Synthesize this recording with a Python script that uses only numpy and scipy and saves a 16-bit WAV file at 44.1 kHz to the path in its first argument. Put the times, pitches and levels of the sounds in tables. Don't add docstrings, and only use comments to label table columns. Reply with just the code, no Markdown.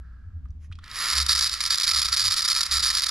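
import sys
import numpy as np
from scipy import signal
from scipy.fft import rfft, irfft
from scipy.io import wavfile
from scipy.ndimage import uniform_filter1d

SR = 44100
rng = np.random.default_rng(int(sys.argv[2]) if len(sys.argv) > 2 else 0)


def pcm_store(signal):
    levels = np.round(np.clip(np.atleast_2d(signal), -1, 1) * 32767)
    wavfile.write(sys.argv[1], SR, levels.astype(np.int16).T)


def ratio_of_db(decibels):
    return 10 ** (np.asarray(decibels, float) / 20)


N = 136710

# frequency_hz, density_db
FLOOR_SPECTRUM = [(25, -8.5), (65, -4), (110, -16), (250, -25.5), (400, -38.5), (900, -43.5), (6000, -58.5),
                  (11000, -68)]
# frequency_hz, coherence_0_to_1
FLOOR_COHERENCE = [(60, 0.94), (130, 0.95), (290, 0.12)]
# frequency_hz, left_minus_right_db
MIC_LEVEL = [(1000, -1), (5200, -2.5), (6600, 0), (8200, -3), (10000, -4), (13000, 0.5)]
# frequency_hz, left_lead_rad
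MIC_PHASE = [(800, 0.042), (6000, -0.76), (7400, -1.22), (9000, -0.66)]
# top_s, peak_db, pitch_hz, swell_s, fade_s
TABLE_BOOMS = [(0.0, -35.5, 62.5, .02, 0.19), (.28, -35.5, 89.3, 0.036, 0.033),
               (0.369, -28, 81.4, 0.029, 0.027), (0.448, -28.5, 68, 0.026, 0.028),
               (0.507, -28.5, 72.4, 0.013, 0.024), (0.629, -37.5, 77.4, 0.1, 0.1),
               (0.704, -29.5, 85.3, 0.003, 0.056), (0.981, -47.5, 73.8, 0.16, 0.12),
               (1.222, -26.5, 69.3, 0.065, 0.052), (1.309, -32.5, 61, 0.016, 0.015),
               (1.385, -37, 70, 0.072, 0.058), (1.541, -38.5, 63.5, 0.02, 0.027),
               (1.97, -35.5, 73.3, 0.057, 0.1), (2.057, -35, 63.8, 0.0083, 0.069),
               (2.273, -37.5, 93.5, 0.044, 0.047), (2.76, -32.5, 68.8, 0.06, 0.094)]
# start_s, peak_db, ring_hz, t60_s
FINGER_TICKS = [
    (0.454, -49.5, 1210, 0.026),
    (0.486, -63, 5500, 0.021),
    (.505, -54.5, 5830, 0.023),
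    (0.715, -42.5, 1230, 0.03),
    (.724, -37, 3160, 0.036),
    (0.754, -44, 4300, 0.03),
    (.787, -40, 1310, 0.029),
    (.788, -45, 3430, 0.033),
    (.836, -37, 1740, 0.047),
]
# start_s, top_s, end_s, level_db
TYRE_SCUFFS = [
    (-.1, 0.054, 0.6, -63),
    (0.59, 0.647, 0.684, -62.5),
]
# centre_hz, width_hz, level_db
DULL_SCUFF = [(1340, 190, 2), (1633, 130, 4.5), (4500, 1500, -22)]
# centre_hz, width_hz, level_db
BRIGHT_SCUFF = [(1950, 1300, 3.5), (5200, 490, -3), (6440, 810, 0), (10300, 910, -7)]
# time_s, level_db
SPIN_EFFORT = [(.795, -75), (.838, -48.5), (.88, -43), (.93, -36.5), (.965, -32), (1.02, -29.5),
               (1.1, -29.5), (1.2, -32.5), (1.26, -64)]
# time_s, level_db
FIRST_CATCHES = [
    (.842, -42.5),
    (.852, -54),
    (.861, -48),
    (.880, -44),
    (.901, -44),
    (.915, -32.5),
    (.959, -29),
]
# start_s, length_s, level_db
EARLY_BURSTS = [(1.1, 0.0059, -20), (1.124, 0.016, -21), (1.16, 0.031, -17.5), (1.2, 0.031, -22),
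                (1.286, 0.051, -17), (1.35, 0.0085, -19), (1.37, 0.027, -17.5), (1.407, 0.071, -20.5),
                (1.511, 0.045, -27), (1.556, 0.063, -36.5), (1.604, 0.026, -25), (1.636, 0.0036, -21.5),
                (1.652, 0.027, -23), (1.7, 0.021, -18.5), (1.72, 0.03, -20.5), (1.774, 0.0092, -20.5),
                (1.808, 0.014, -20.5), (1.83, 0.022, -20.5), (1.867, 0.034, -18), (1.909, 0.006, -15.5),
                (1.934, 0.018, -21.5), (1.959, 0.045, -19.5), (2.015, 0.019, -20.5), (2.045, 0.016, -20)]
# start_s, length_s, level_db
LATE_BURSTS = [(2.08, 0.017, -24), (2.12, 0.03, -19.0), (2.164, 0.065, -19.5), (2.238, 0.041, -20.5),
               (2.276, 0.012, -21), (2.303, 0.041, -20.5), (2.364, 0.022, -19), (2.391, 0.013, -19.5),
               (2.421, 0.0053, -17.5), (2.442, 0.02, -18.5), (2.477, 0.054, -19), (2.543, 0.029, -22.5),
               (2.56, 0.039, -21), (2.607, 0.0052, -17), (2.63, 0.004, -18.5), (2.654, 0.015, -24.5),
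               (2.711, 0.072, -19), (2.794, 0.011, -20), (2.826, 0.022, -17), (2.855, 0.0604, -21),
               (2.929, 0.032, -21.5), (2.965, 0.031, -19), (3.027, .003, -22), (3.034, 0.0078, -18.5),
               (3.061, 0.01, -22), (3.084, 0.0082, -19.5)]
# time_s, level_db
EARLY_SLAMS = [(1.113, -21.4), (1.1328, -19.3), (1.1546, -21.0), (1.1836, -18.3), (1.2024, -17.9),
               (1.2142, -21.3), (1.2656, -18.2), (1.2944, -16.3), (1.2995, -20.1), (1.3106, -18.3),
               (1.3198, -17.3), (1.3315, -16.4), (1.3518, -19.3), (1.362, -16.7), (1.3952, -20.0),
               (1.4105, -18.1), (1.4255, -18.2), (1.4439, -16.9), (1.4959, -20.5), (1.5309, -22.0),
               (1.5399, -19.6), (1.6064, -20.1), (1.6128, -19.0), (1.6396, -20.6), (1.6625, -18.9),
               (1.7071, -16.9), (1.7285, -20.6), (1.7352, -18.0), (1.7454, -16.8), (1.7576, -19.7),
               (1.7842, -19.9), (1.8006, -16.4), (1.8211, -19.2), (1.8349, -18.1), (1.8416, -18.8),
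               (1.8915, -15.8), (1.9144, -18.5), (1.9194, -18.5), (1.9357, -21.3), (1.9474, -18.2),
               (1.9615, -18.2), (1.9676, -19.0), (1.9778, -19.2), (1.987, -17.7), (1.9945, -16.8),
               (2.0182, -16.5), (2.0294, -18.2), (2.0583, -17.7), (2.0669, -21.1), (2.0873, -19.9)]
# time_s, level_db
LATE_SLAMS = [(2.1293, -17.2), (2.1387, -19.4), (2.1717, -18.9), (2.1965, -20.2), (2.2064, -20.5),
              (2.2166, -20.5), (2.2411, -21.2), (2.2536, -17.6), (2.2613, -17.6), (2.27, -17.8),
              (2.2819, -18.5), (2.2866, -21.1), (2.3108, -19.2), (2.3217, -17.9), (2.3425, -21.3),
              (2.3837, -20.4), (2.3933, -20.5), (2.4083, -19.2), (2.4292, -21.3), (2.45, -20.9),
              (2.487, -16.8), (2.518, -18.6), (2.5315, -20.6), (2.5512, -19.9), (2.5639, -17.8),
              (2.5818, -19.9), (2.6148, -17.7), (2.6377, -21.4), (2.6649, -21.1), (2.7131, -20.3),
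              (2.7239, -18.7), (2.7417, -20.3), (2.7591, -19.6), (2.771, -17.7), (2.8056, -21.5),
              (2.8395, -18.0), (2.8568, -19.7), (2.864, -20.0), (2.8707, -18.7), (2.892, -19.6),
              (2.903, -16.8), (2.9082, -18.4), (2.9518, -17.0), (2.9729, -19.5), (2.9972, -20.8),
              (3.0077, -22.4), (3.0216, -18.4), (3.0435, -21.8), (3.0678, -18.3), (3.0934, -19.5)]
# centre_hz, width_hz, level_db
SHELL_MODES = [(1337, 100, -3.5), (1620, 380, -11.5), (2170, 1500, -19), (3870, 455, -7.5),
               (4300, 490, -9.5), (4820, 644, -3.5), (4960, 310, -4.5), (5415, 280, -7.5), (5720, 21, -9.5),
               (6600, 670, -18), (7310, 630, -15.5), (9930, 1250, -16.5), (13330, 940, -37)]
# centre_hz, width_hz, gain_db
SHELL_HOLLOWS = [(1478, 221, -13), (2760, 166, -7), (5700, 210, 1)]
# centre_hz, width_hz, level_db
AXLE_MODES = [(477, 430, -19), (1390, 250, 5.5), (1924, 480, -1), (3370, 1900, -10)]
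# centre_hz, width_hz, level_db
WHINE_MODES = [(7000, 560, 1), (10600, 750, 0.5)]

SLAM_LEAD_S = 0.0012


def evened(x):
    return x / np.sqrt(np.mean(x ** 2) + 1e-20)


def read(points, hz):
    f, value = np.transpose(points)
    return np.interp(np.log(hz + 1), np.log(f + 1), value)


def add(mix, s, sound):
    part = mix[round(s * SR):][:len(sound)]
    part += sound[:len(part)]


def body(peaks, hollows=(), ripple_db=0., skirt_db=-42.0, spot_db=0., shelf_db=-60.0, smear_s=0.):
    low_edge_hz = 997
    hz = np.fft.rfftfreq(8192, 1 / SR)
    power = ratio_of_db(2 * skirt_db) / (1 + (hz / 9000) ** 8)
    for f, w, db in peaks:
        power = power + ratio_of_db(2 * db) / (1 + (2 * (hz - f) / w) ** 2) ** 1.32
    shelf = ratio_of_db(2 * shelf_db) / (1 + (hz / 1000) ** 8 + (200 / (hz + 1)) ** 4)
    log = 0.5 * np.log(power / (1 + (low_edge_hz / (hz + 1)) ** 16) + shelf + 1e-9)
    for f, w, db in hollows:
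        log += np.log(ratio_of_db(db)) / (1 + (2 * (hz - f) / w) ** 2)

    fine, broad, late = rng.standard_normal((3, len(hz)))
    delay = smear_s * abs(evened(uniform_filter1d(late, size=200)))
    lag = 2 * np.pi * hz[1] * np.cumsum(delay)
    log += np.log(ratio_of_db(ripple_db)) * evened(uniform_filter1d(fine, size=12))
    log += np.log(ratio_of_db(spot_db)) * evened(uniform_filter1d(broad, size=200))

    fold = irfft(log) * np.r_[1, 2 * np.ones(4095), 1, np.zeros(4095)]
    ring = irfft(np.exp(rfft(fold) - 1j * lag))[:4096]
    return ring / np.linalg.norm(ring)


def floor(shake):
    frames, hz = N // 512 + 5, np.fft.rfftfreq(2048, 1 / SR)
    a, b, c, d = rng.standard_normal((frames, 1025, 4)).T
    shaking = uniform_filter1d(abs(shake), size=9000)
    stir = 1 + ratio_of_db(37.5) * np.interp(np.arange(frames) * 512, np.arange(N), shaking)
    same = np.clip(read(FLOOR_COHERENCE, hz), 0, 1)[:, None]
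    left = a + 1j * b
    right = same * left + np.sqrt(1 - same ** 2) * (c + 1j * d)
    z = np.array([left, right])
    z *= ratio_of_db(read(FLOOR_SPECTRUM, hz))[:, None] * np.where(hz[:, None] < 300, stir, 1)
    noise = signal.istft(z, nperseg=2048, noverlap=1536)[1][:, :N]
    return ratio_of_db(-47) * evened(noise)


def table():
    sag, sag_s = 0.19, 0.17
    out, t = np.zeros(N), np.arange(N) / SR
    for top, db, hz, swell, fade in TABLE_BOOMS:
        u = t - top
        shape = np.where(u < 0, np.exp(-(u / swell) ** 2), np.exp(-(abs(u) / fade) ** 1.08))
        bend = sag * 0.039 * np.log(np.cosh(np.clip(u / sag_s, -9, 9)))
        out += ratio_of_db(db) * shape * np.cos(2 * np.pi * hz * (u - bend))
    return out


def at_each_mic(x, taps):
    taps = taps / np.linalg.norm(taps, axis=1, keepdims=True)
    return signal.fftconvolve(x[None], taps, axes=1)[:, :N]


def room(x):
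    t60_s, dull_hz = 0.5, 5000
    t = np.arange(SR // 4) / SR
    taps = rng.standard_normal((2, len(t))) * (rng.random((2, len(t))) < 0.06)
    taps = taps * ratio_of_db(-60 * t / t60_s) * (t > 0.002)
    return at_each_mic(x, signal.lfilter([1], [1, -np.exp(-2 * np.pi * dull_hz / SR)], taps))


def scatter(x):
    decay_s = 0.0072
    taps = rng.standard_normal((2, 600)) * np.exp(-np.arange(600) / (decay_s * SR))
    bright = signal.sosfilt(signal.butter(2, 10300, "high", fs=SR, output="sos"), x)
    return at_each_mic(bright, taps)


def fingers():
    out, t, whole = np.zeros(N), np.arange(3000) / SR, np.arange(N) / SR
    tick_low_pass = signal.butter(6, 10500, fs=SR, output="sos")
    for s, db, hz, t60 in FINGER_TICKS:
        puff = rng.standard_normal(len(t)) * ratio_of_db(-60 * t / t60)
        ring = signal.fftconvolve(puff, body([(hz, 0.3 * hz, 0)], skirt_db=-37))[:len(t)]
        ring = signal.sosfilt(tick_low_pass, ring)
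        add(out, s, ratio_of_db(db) * ring / abs(ring).max())
    for (start, top, end, db), colour in zip(TYRE_SCUFFS, (DULL_SCUFF, BRIGHT_SCUFF)):
        stroke = np.interp(whole, [start, top, end], [0, 1, 0]) ** 1.27
        out += ratio_of_db(db) * signal.oaconvolve(stroke * rng.standard_normal(N), body(colour))[:N]
    return out


def slams():
    rise_s, fall_s, gain_db = 0.001, 0.0014, 1.1
    t, power = np.arange(N) / SR, np.zeros(N)
    for s, db in list(FIRST_CATCHES) + list(EARLY_SLAMS) + list(LATE_SLAMS):
        first = round(s * SR) - 400
        u = t[first:][:800] - s + SLAM_LEAD_S
        jolt = np.exp(-(u / np.where(u < 0, rise_s, fall_s)) ** 2)
        add(power, first / SR, ratio_of_db(2 * (db + gain_db)) * jolt)
    return power


def bursts(t):
    bite_s, let_go_s, gain_db, arch = 0.0019, 0.0024, -2, 0.38
    power = np.zeros(N)
    for start, length, db in list(EARLY_BURSTS) + list(LATE_BURSTS):
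        before = np.maximum((start - t) / bite_s, 0)
        after = np.maximum((t - start - length) / let_go_s, 0)
        gate = np.exp(-2 * np.minimum(before + after, 30))
        progress = np.clip((t - start) / length, 0, 1)
        sink = 1 - arch * np.cos(np.pi * progress ** 0.39) ** 2
        power += ratio_of_db(2 * (db + gain_db)) * gate * sink
    return power


def teeth(t):
    wind_up_s, teeth_per_s, uneven_db, grit = 0.106, 900, 3, 0.43
    flutter_db, flutter_s, hold_s = 3.5, 0.0032, 0.0079
    speed = np.clip((t - SPIN_EFFORT[0][0]) / wind_up_s, 0.7, 1)
    knocks = (rng.random(N) < speed * teeth_per_s / SR) * rng.choice([-1, 1], N)
    knocks = knocks * ratio_of_db(uneven_db * np.minimum(rng.exponential(1, N), 3))
    wander = uniform_filter1d(rng.standard_normal(N), size=40)
    flutter = ratio_of_db(flutter_db * evened(signal.lfilter([1], [1, -np.exp(-1 / (flutter_s * SR))], wander)))
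    drive = (evened(knocks) + grit * speed * rng.standard_normal(N)) * flutter
    local_power = signal.oaconvolve(drive ** 2, np.hanning(int(2 * hold_s * SR)), "same")
    return evened(drive / np.sqrt(local_power.clip(1e-6))), flutter


def steadied(x, power):
    steadiness = 0.56
    low = signal.sosfiltfilt(signal.butter(2, 1510, fs=SR, output="sos"), x)
    both = [np.roll(power, round(SLAM_LEAD_S * SR)), x ** 2]
    want, got = signal.oaconvolve(both, np.hanning(130)[None], "same").clip(1e-10)
    return low + (x - low) * np.clip(want / got, 0.1, 4) ** (steadiness / 2)


def motor():
    t = np.arange(N) / SR
    spin_db = np.interp(t, *np.transpose(SPIN_EFFORT), left=-140, right=-140)
    whirl = ratio_of_db(2.45 * (spin_db + 28.0) - 24.0)
    coast = ratio_of_db(2 * -37.5) * np.clip((t - 1) / 0.21, 0, 1)
    power = whirl ** 2 + coast + bursts(t)
    slam = slams()
    drive, flutter = teeth(t)

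    jolt = drive * np.sqrt(power) + np.sqrt(slam) * rng.choice([-1., 1.], N)
    spot = rng.integers(0, 8, N)
    shell = np.zeros(N)
    for k in range(8):
        ring = body(SHELL_MODES, SHELL_HOLLOWS, ripple_db=1.5, skirt_db=-44.5, spot_db=0.5,
                    shelf_db=-41.5, smear_s=0.001178)
        shell += signal.oaconvolve(jolt * (spot == k), ring)[:N]
    shell = steadied(shell, power * flutter ** 2 + slam)

    rub = 0.55 * drive + 0.71 * rng.standard_normal(N)
    effort = ratio_of_db(spin_db) + ratio_of_db(-37.5) * (t > 1)
    axle = signal.oaconvolve(rub * effort, body(AXLE_MODES, SHELL_HOLLOWS[:1], shelf_db=-22.5))[:N]
    whine = signal.oaconvolve(drive * whirl, body(WHINE_MODES))[:N]
    return ratio_of_db(-1.31) * (shell + ratio_of_db(-8.5) * whine + ratio_of_db(-2.5) * axle)


def scene():
    car, booms = motor() + fingers(), table()
    hz = np.fft.rfftfreq(N, 1 / SR)
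    half = ratio_of_db(read(MIC_LEVEL, hz) / 2) * np.exp(0.5j * read(MIC_PHASE, hz))
    pair = irfft(rfft(car) * np.array([half, 1 / half]), N)
    return pair + ratio_of_db(-15.5) * room(car) + ratio_of_db(-11) * scatter(car) + booms + floor(booms)


def band_limit(x):
    return signal.sosfilt(signal.butter(12, 15710, fs=SR, output="sos"), x)


def record(dry):
    dull = signal.sosfilt(signal.butter(20, 14100, fs=SR, output="sos"), dry)
    return band_limit(dull)


dry = scene()
out = record(dry)
pcm_store(out)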